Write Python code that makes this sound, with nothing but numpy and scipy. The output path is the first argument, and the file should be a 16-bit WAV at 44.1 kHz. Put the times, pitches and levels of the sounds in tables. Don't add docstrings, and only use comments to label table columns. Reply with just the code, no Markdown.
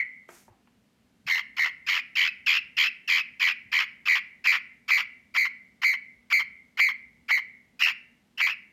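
import sys
import numpy as np
from scipy import signal
from scipy.fft import rfft, irfft, next_fast_len
from scipy.io import wavfile
from scipy.ndimage import map_coordinates

SR = 44100
rng = np.random.default_rng(int(sys.argv[2]) if len(sys.argv) > 2 else 0)


def output_pcm(signal):
    pcm = np.clip(np.atleast_2d(signal).T, -1, 1) * 32767
    wavfile.write(sys.argv[1], SR, np.round(pcm).astype(np.int16))


N = 384552
LEAD = SR // 4

# start in seconds, opening rasp in seconds, whistle in seconds,
# whole length in seconds, level in dB, overtones in dB against the fundamental, nominal pitch in Hz,
# lift of the ends in Hz, nominal trill depth in Hz, trill rate at the first crest in Hz, roughness from 0 to 1.
BIRD_CHIRPS = [ (-.11, 0.046, 0.11, 0.15, -18, -30, 2146, 30, 125, 89, 0.13),
               (1.264, .0375, .075, 0.16, -23, -13, 1991, 330, 180, 88, 0.3),
               (1.565, .033, .042, 0.14, -22.5, -15.5, 2027, 200, 190, 81, 0.32),
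               (1.864, .037, 0.032, 0.15, -22.5, -14, 2072, 390, 191, 93, 0.49),
               (2.153, .02, .072, 0.15, -21, -15, 2110, 600, 182, 89, 0.65),
               (2.461, .0217, .045, .14, -19.5, -16, 2198, 530, 183, 84, 0.62),
               (2.767, .0232, .042, 0.13, -20, -14.5, 2150, 610, 170, 78, 0.63),
               (3.075, .0267, 0.064, 0.15, -20.5, -13.5, 2186, 520, 201, 86, 0.54),
               (3.396, .0227, .052, 0.14, -20.5, -15.5, 2146, 380, 186, 88, 0.46),
               (3.716, .0265, 0.037, 0.14, -21, -15.5, 2141, 220, 206, 79.4, 0.39),
               (4.054, .032, .062, 0.15, -19.5, -16.5, 2134, 290, 197, 84, .33),
               (4.44, .033, .044, 0.15, -19, -15.5, 2191, 200, 207, 91.5, 0.29),
               (4.879, .031, .06, 0.16, -19.5, -15, 2189, 200, 180, 84, 0.21),
               (5.34, .0345, .0705, 0.15, -19.5, -15.5, 2186, 70, 145, 87, .1),
               (5.816, .0304, .0826, 0.15, -19, -15.5, 2190, 80, 139, 86, 0.09),
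               (6.3, .0297, .064, 0.14, -19, -15.5, 2216, 30, 117, 89, .05),
               (6.771, .0336, .0795, 0.16, -18.5, -17, 2200, 30, 141, 93, 0),
               (7.281, .034, .06, 0.13, -19, -17.5, 2141, 60, 138, 77, 0.04),
               (7.792, .0334, .03, 0.14, -20.5, -14.5, 2366, 99.8, 392, 83, .25),
               (8.374, .0434, 0.045, 0.17, -21, -17.5, 2170, 580, 183, 88, .12)]


def cockatiel():
    track = np.zeros(LEAD + N)
    for start, *shape in BIRD_CHIRPS:
        add(track, start, chirp(shape))
    return track


def chirp(shape):
    crest, whistle_s, length_s, db, overtone_db, pitch_hz, lift_hz, depth_hz, trill_rate, rough = shape
    t = np.arange(0, length_s, 1 / SR)
    swell_db, bright_db = effort(t, crest, rough)
    course = gesture(t, crest, crest + whistle_s, trill_rate, rough)
    trill, edge, choke, split, rasp = course
    hz = pitch(t, crest, whistle_s, pitch_hz, lift_hz, depth_hz, rough, course)
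    trill_db = min(depth_hz / 190, 1) ** 2 * (3 * trill - 6 * choke)
    tone, buzz = syrinx(hz, trill_db, trill, split, rasp, rough)
    voice = throat_and_beak(tone, buzz, overtone_db + bright_db, rough)
    return voice * amp(db + swell_db) * ramp(t / 0.0033) * ramp((t[-1] - t) / 0.011)


ONSET_DB, FORCED_ONSET_DB = -20, 13.5
FADE_DB, FORCED_FADE_DB = -18, 14.5
SWELL_POWER, FADE_POWER = 1.075, 2.19
BRIGHT_ONSET_DB = 5
DULL_END_DB, DULL_END_S = -9.5, .028


def effort(t, crest, rough):
    to_come = ramp((crest - t) / (crest - t[0]))
    spent = ramp((t - crest) / (t[-1] - crest))
    swell_db = (ONSET_DB + FORCED_ONSET_DB * rough) * to_come ** SWELL_POWER
    fade_db = (FADE_DB + FORCED_FADE_DB * rough) * spent ** FADE_POWER
    bright_db = BRIGHT_ONSET_DB * to_come + DULL_END_DB * ramp(1 - (t[-1] - t) / DULL_END_S)
    return swell_db + fade_db, bright_db


TRILL_SLOWS_PER_S = .8


def gesture(t, crest, end, trill_rate, rough, relapse=0.43):
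    since = t - crest
    cycle = 2 * np.pi * trill_rate * since * (1 - TRILL_SLOWS_PER_S * since / 2)
    opening, closing = ramp((crest - .002 - t) / 0.0015), ramp((t - end) / 0.0002)
    edge = ramp((crest - .004 - t) / 0.01386) + ramp((t - end - .012) / 0.041)
    trill = 1.237 * np.cos(cycle - 0.21 * np.cos(cycle)) * (1 - 0.99 * edge) * np.exp(-since / 0.54)
    choke = ramp(3 * (np.cos(cycle + 3) - .65)) * (1 - edge)
    fragile = ramp(7.0 * (np.cos(cycle + 2) - .45))
    steady = np.sin(np.pi * ramp(since / (end - crest)))
    chance = .6 * wobble(85, len(t))
    slips = ramp(3.6 * rough - .9 - .8 * steady + chance + opening + 1.1 * closing)
    split = fragile * slips * (1 - 0.56 * edge)
    inner = ramp(0.12 + (t - t[0]) / 0.015) * ramp((t[-1] - .012 - t) / 0.013)
    breakup = relapse * fragile + (0.44 + 1.1 * rough) * ramp((t - end) / 0.024)
    rasp = inner * ramp(opening + closing * breakup + .3 * rough)
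    return trill, edge, choke, split, rasp


ARCH_HZ, FORCED_ARCH_HZ = 25.2, -91


def pitch(t, crest, whistle_s, pitch_hz, lift_hz, depth_hz, rough, course, sag_hz_per_s=950,
          jitter_hz=22, rasp_jitter_hz=170, split_jitter_hz=90):
    trill, edge, _, split, rasp = course
    hz = pitch_hz - sag_hz_per_s * (t - crest) + depth_hz * trill
    hz += lift_hz * (edge + 0.32 * rasp * (1 - edge))
    arch_hz = ARCH_HZ + FORCED_ARCH_HZ * rough
    hz -= arch_hz * np.cos(2 * np.pi * ramp((t - crest) / whistle_s))
    hz += (jitter_hz + split_jitter_hz * split) * wobble(800, len(t))
    hz += (rasp_jitter_hz * rasp + 45 * edge) * wobble(380, len(t))
    return hz


def syrinx(hz, trill_db, trill, split, rasp, rough, flutter_hz=900, flutter_spread_hz=240,
           swing=0.73, throb=.45, under_db=-7.5, over_db=3):
    size = len(hz)
    flutter = np.sin(2 * np.pi * np.cumsum(flutter_hz + flutter_spread_hz * wobble(900, size)) / SR)
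    phase = 2 * np.pi * np.cumsum(hz) / SR + swing * rasp * flutter
    push_db = (1.3 + 1.5 * rasp) * np.tanh(wobble(220, size)) - 1.2 * rasp
    push = (1 + rasp * throb * flutter) * amp(push_db)
    halves = amp(under_db) * np.sin(phase / 2)
    halves += amp(over_db + 10 * (rough - .5)) * np.sin(phase + phase / 2)
    whole = (1 - 0.68 * split) * (1 + 0.64 * rasp * wobble(1800, size)) * np.sin(phase)
    tone = push * amp(trill_db) * (whole + split * halves)
    scatter = .05 + .32 * rough + .3 * rasp
    buzz = sum(np.sin(k * (phase + scatter * wobble(1200, size))) for k in np.arange(2, 8))
    buzz = buzz * (1 + 0.52 * split * np.sin(phase / 2)) + 0.066 * rng.standard_normal(size)
    buzz_db = .5 * trill_db + 1.2 * trill + 1.6 * np.tanh(wobble(400, size))
    return tone, push * amp(buzz_db) * buzz


BODY_DB, FORCED_BODY_DB = 3, -24
BODY_DROP_DB = 3.5
SHEEN_DB, FORCED_SHEEN_DB = 2, -6
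# frequency in Hz, gain in dB.
FUNDAMENTAL_TRACT = [(300, -51.5), (500, -14), (750, -7), (1000, -2), (1550, 0.5), (1850, 3.5), (2050, 2.5),
                     (2320, -2), (2600, 3), (3150, 1), (3700, -13.5), (5200, -5), (8000, -51)]
# frequency in Hz, gain in dB.
OVERTONE_TRACT = [(2000, -31.5), (3600, 0.5), (4200, 2), (4700, -1), (5100, 2.5), (5450, -0.5), (6100, -9),
                  (7000, -9), (7700, -22), (9300, -23.5), (10200, -42.5), (11100, -37.5), (12300, -15),
                  (13300, -11.5), (16000, -27.5)]


def throat_and_beak(tone, buzz, overtone_db, rough):
    body_db = BODY_DB + FORCED_BODY_DB * rough ** 2
    lowest_db = body_db - BODY_DROP_DB * (1 - rough)
    sheen_db = SHEEN_DB + FORCED_SHEEN_DB * rough
    gape = [(500, lowest_db), (1100, body_db), (1900, 0), (6800, 0.022), (8000, sheen_db)]  # (Hz, dB)
    fundamental = coloured(tone, FUNDAMENTAL_TRACT)
    overtones = coloured(buzz, OVERTONE_TRACT)
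    return filtered(fundamental + amp(overtone_db) * overtones, lambda hz: amp(along(gape, hz)))


def handling():
    track = np.zeros(LEAD + N)
    knocks(track)
    thuds(track)
    cloth(track)
    return track


# frequency in Hz, width in Hz, gain in dB.
CASE_MODES = [(349, 33, -2.5), (774, 220, -2.5), (1290, 1750, -9), (2760, 1800, -12.5)]
# start in seconds, relative level in dB, contact bandwidth in Hz.
SOFT_KNOCKS = [(0.289, -42.5, 2560), (0.48, -48, 957), (.672, -61.5, 2630)]


def knocks(track, knock_t60=0.032, rattle_t60=0.4, rattle_db=-11):
    t = np.arange(SR // 3) / SR

    def case(hz):
        response = 0
        for k, (centre, width, db) in enumerate(CASE_MODES):
            mode = 1j * hz * width / (centre * centre - hz * hz + 1j * hz * width)
            response = response + (-1) ** k * amp(db) * mode
        return response

    envelope = amp(-60 * t / knock_t60) + amp(rattle_db - 60 * t / rattle_t60)
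    for s, db, contact_hz in SOFT_KNOCKS:
        contact = rng.standard_normal(len(t)) * envelope

        def struck(hz):
            ratio = hz / contact_hz
            return case(hz) / (1 + 1j * ratio - ratio ** 2)

        add(track, s, amp(db + 20.5) * filtered(contact, struck))


# start in seconds, frequency in Hz, level in dB before the envelope.
HAND_THUDS = [(0.504, 101.2, -43), (1.256, 147, -38), (3.656, 112.6, -47)]


def thuds(track, t60=0.062, rise_s=0.0057):
    t = np.arange(SR // 3) / SR
    envelope = amp(-60 * t / t60) * (1 - np.exp(-t / rise_s))
    for s, hz, db in HAND_THUDS:
        add(track, s, amp(db) * np.sin(2 * np.pi * hz * t) * envelope)


# time in seconds, level in dB.
BRUSH_SWELL = [(0.28, -80), (0.29, -62), (0.354, -56.5), (0.414, -61.5), (0.5, -77)]
# frequency in Hz, relative level in dB per Hz.
CLOTH_SPECTRUM = [(1760, -0.5), (3000, -3.5), (4030, -5.5), (6300, 3), (10600, -4.5), (13200, -3),
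                  (16000, -16.5)]


def cloth(track):
    s, db = np.transpose(BRUSH_SWELL)
    t = np.arange(s[0], s[-1], 1 / SR)
    swell = amp(np.interp(t, s, db) + wobble(150, len(t)))
    add(track, s[0], swell * coloured(rng.standard_normal(len(t)), CLOTH_SPECTRUM))


# delay in seconds, level in dB.
NEAR_ECHOES = [(.00343, -32.5), (.0056, -29), (.0093, -22)]
# frequency in Hz, 60 dB decay time in seconds, relative level in dB.
KITCHEN_TAIL = [(200, .4, -1.5), (990, 0.39, -6), (1540, 0.44, -2.5), (2050, 0.6, -1.5), (2600, 0.32, 4.5),
                (2830, 0.48, 0.5), (3180, 0.33, -5), (5230, 0.35, -5.5), (7900, 0.1, -7.5),
                (15000, .14, -17.5)]


def kitchen(x, room_db=-10.5, build_up_s=0.004):
    hz, t, noise = signal.stft(rng.standard_normal(SR), SR, nperseg=256)
    points_hz, t60, tail_db = np.transpose(KITCHEN_TAIL)
    t60 = np.interp(hz, points_hz, t60)[:, None]
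    tail_db = np.interp(hz, points_hz, tail_db)[:, None]
    decay = amp(tail_db - 60 * t / t60) * (1 - np.exp(-t / build_up_s))
    tail = signal.istft(noise * decay, SR, nperseg=256)[1] / np.sqrt(SR / 20)

    def reflections(f):
        return sum(amp(db) * np.exp(-2j * np.pi * f * delay) for delay, db in NEAR_ECHOES)

    return x + filtered(x, reflections) + amp(room_db) * signal.fftconvolve(x, tail)[:len(x)]


def background():
    return hum() + air() + rumble()


# frequency in Hz, relative level in dB.
APPLIANCE_HUM = [(199, -76), (240, -73.5), (360, -95)]


def hum():
    t = np.arange(N) / SR
    return sum(amp(db + 1.5) * np.sin(2 * np.pi * hz * t + .9 * wobble(16, N)) for hz, db in APPLIANCE_HUM)


# frequency in Hz, relative level in dB per Hz.
AIR_SPECTRUM = [(15, -45), (25, -24.5), (55, -13.5), (97, -13), (242, -3), (309, -12.5), (463, -17),
                (734, -21), (1160, -24.5), (1370, -24), (2840, -24.5), (3520, -27.5), (5000, -30.5),
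                (14800, -40), (16000, -52)]


def air(level_db=-67, low_cut_hz=70):
    noise = coloured(rng.standard_normal(N), AIR_SPECTRUM)
    return filtered(noise, lambda hz: amp(level_db) * hz / np.hypot(hz, low_cut_hz))


# frequency in Hz, relative level in dB per Hz.
RUMBLE_SPECTRUM = [(20, -32), (55, -0.5), (110, -3), (200, -9), (400, -32.5), (900, -120)]


def rumble():
    level_db = -77.0 + 7.5 * np.tanh(0.77 * wobble(8.7, N))
    return amp(level_db) * coloured(rng.standard_normal(N), RUMBLE_SPECTRUM)


def amp(db):
    return 10 ** (np.asarray(db) / 20)


def unit(x):
    return x / np.sqrt(np.mean(x ** 2) + 1e-20)


def ramp(u):
    return np.clip(u, 0, 1)


def along(points, hz):
    f, v = np.transpose(points)
    return np.interp(np.log(hz + 1), np.log(f), v)


def filtered(x, response):
    size = next_fast_len(len(x) + 4096)
    return irfft(rfft(x, size) * response(np.fft.rfftfreq(size, 1 / SR)), size)[:len(x)]


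def coloured(x, points):
    return unit(filtered(x, lambda hz: amp(along(points, hz))))


def wobble(rate, size):
    knots = rng.standard_normal(size // 4)
    return map_coordinates(knots, [np.arange(size) * rate / SR], mode="wrap")


def add(track, s, sound):
    place = track[LEAD + round(s * SR):][:len(sound)]
    place += sound[:len(place)]


def scene():
    return (kitchen(cockatiel() + handling())[LEAD:] + background())[None]


def record(dry, top_hz=15900, fade_s=.003):
    fade_in = ramp(np.arange(N) / SR / fade_s)
    return np.array([filtered(channel * fade_in, lambda hz: hz < top_hz) for channel in dry])


dry = scene()
out = record(dry)
output_pcm(out)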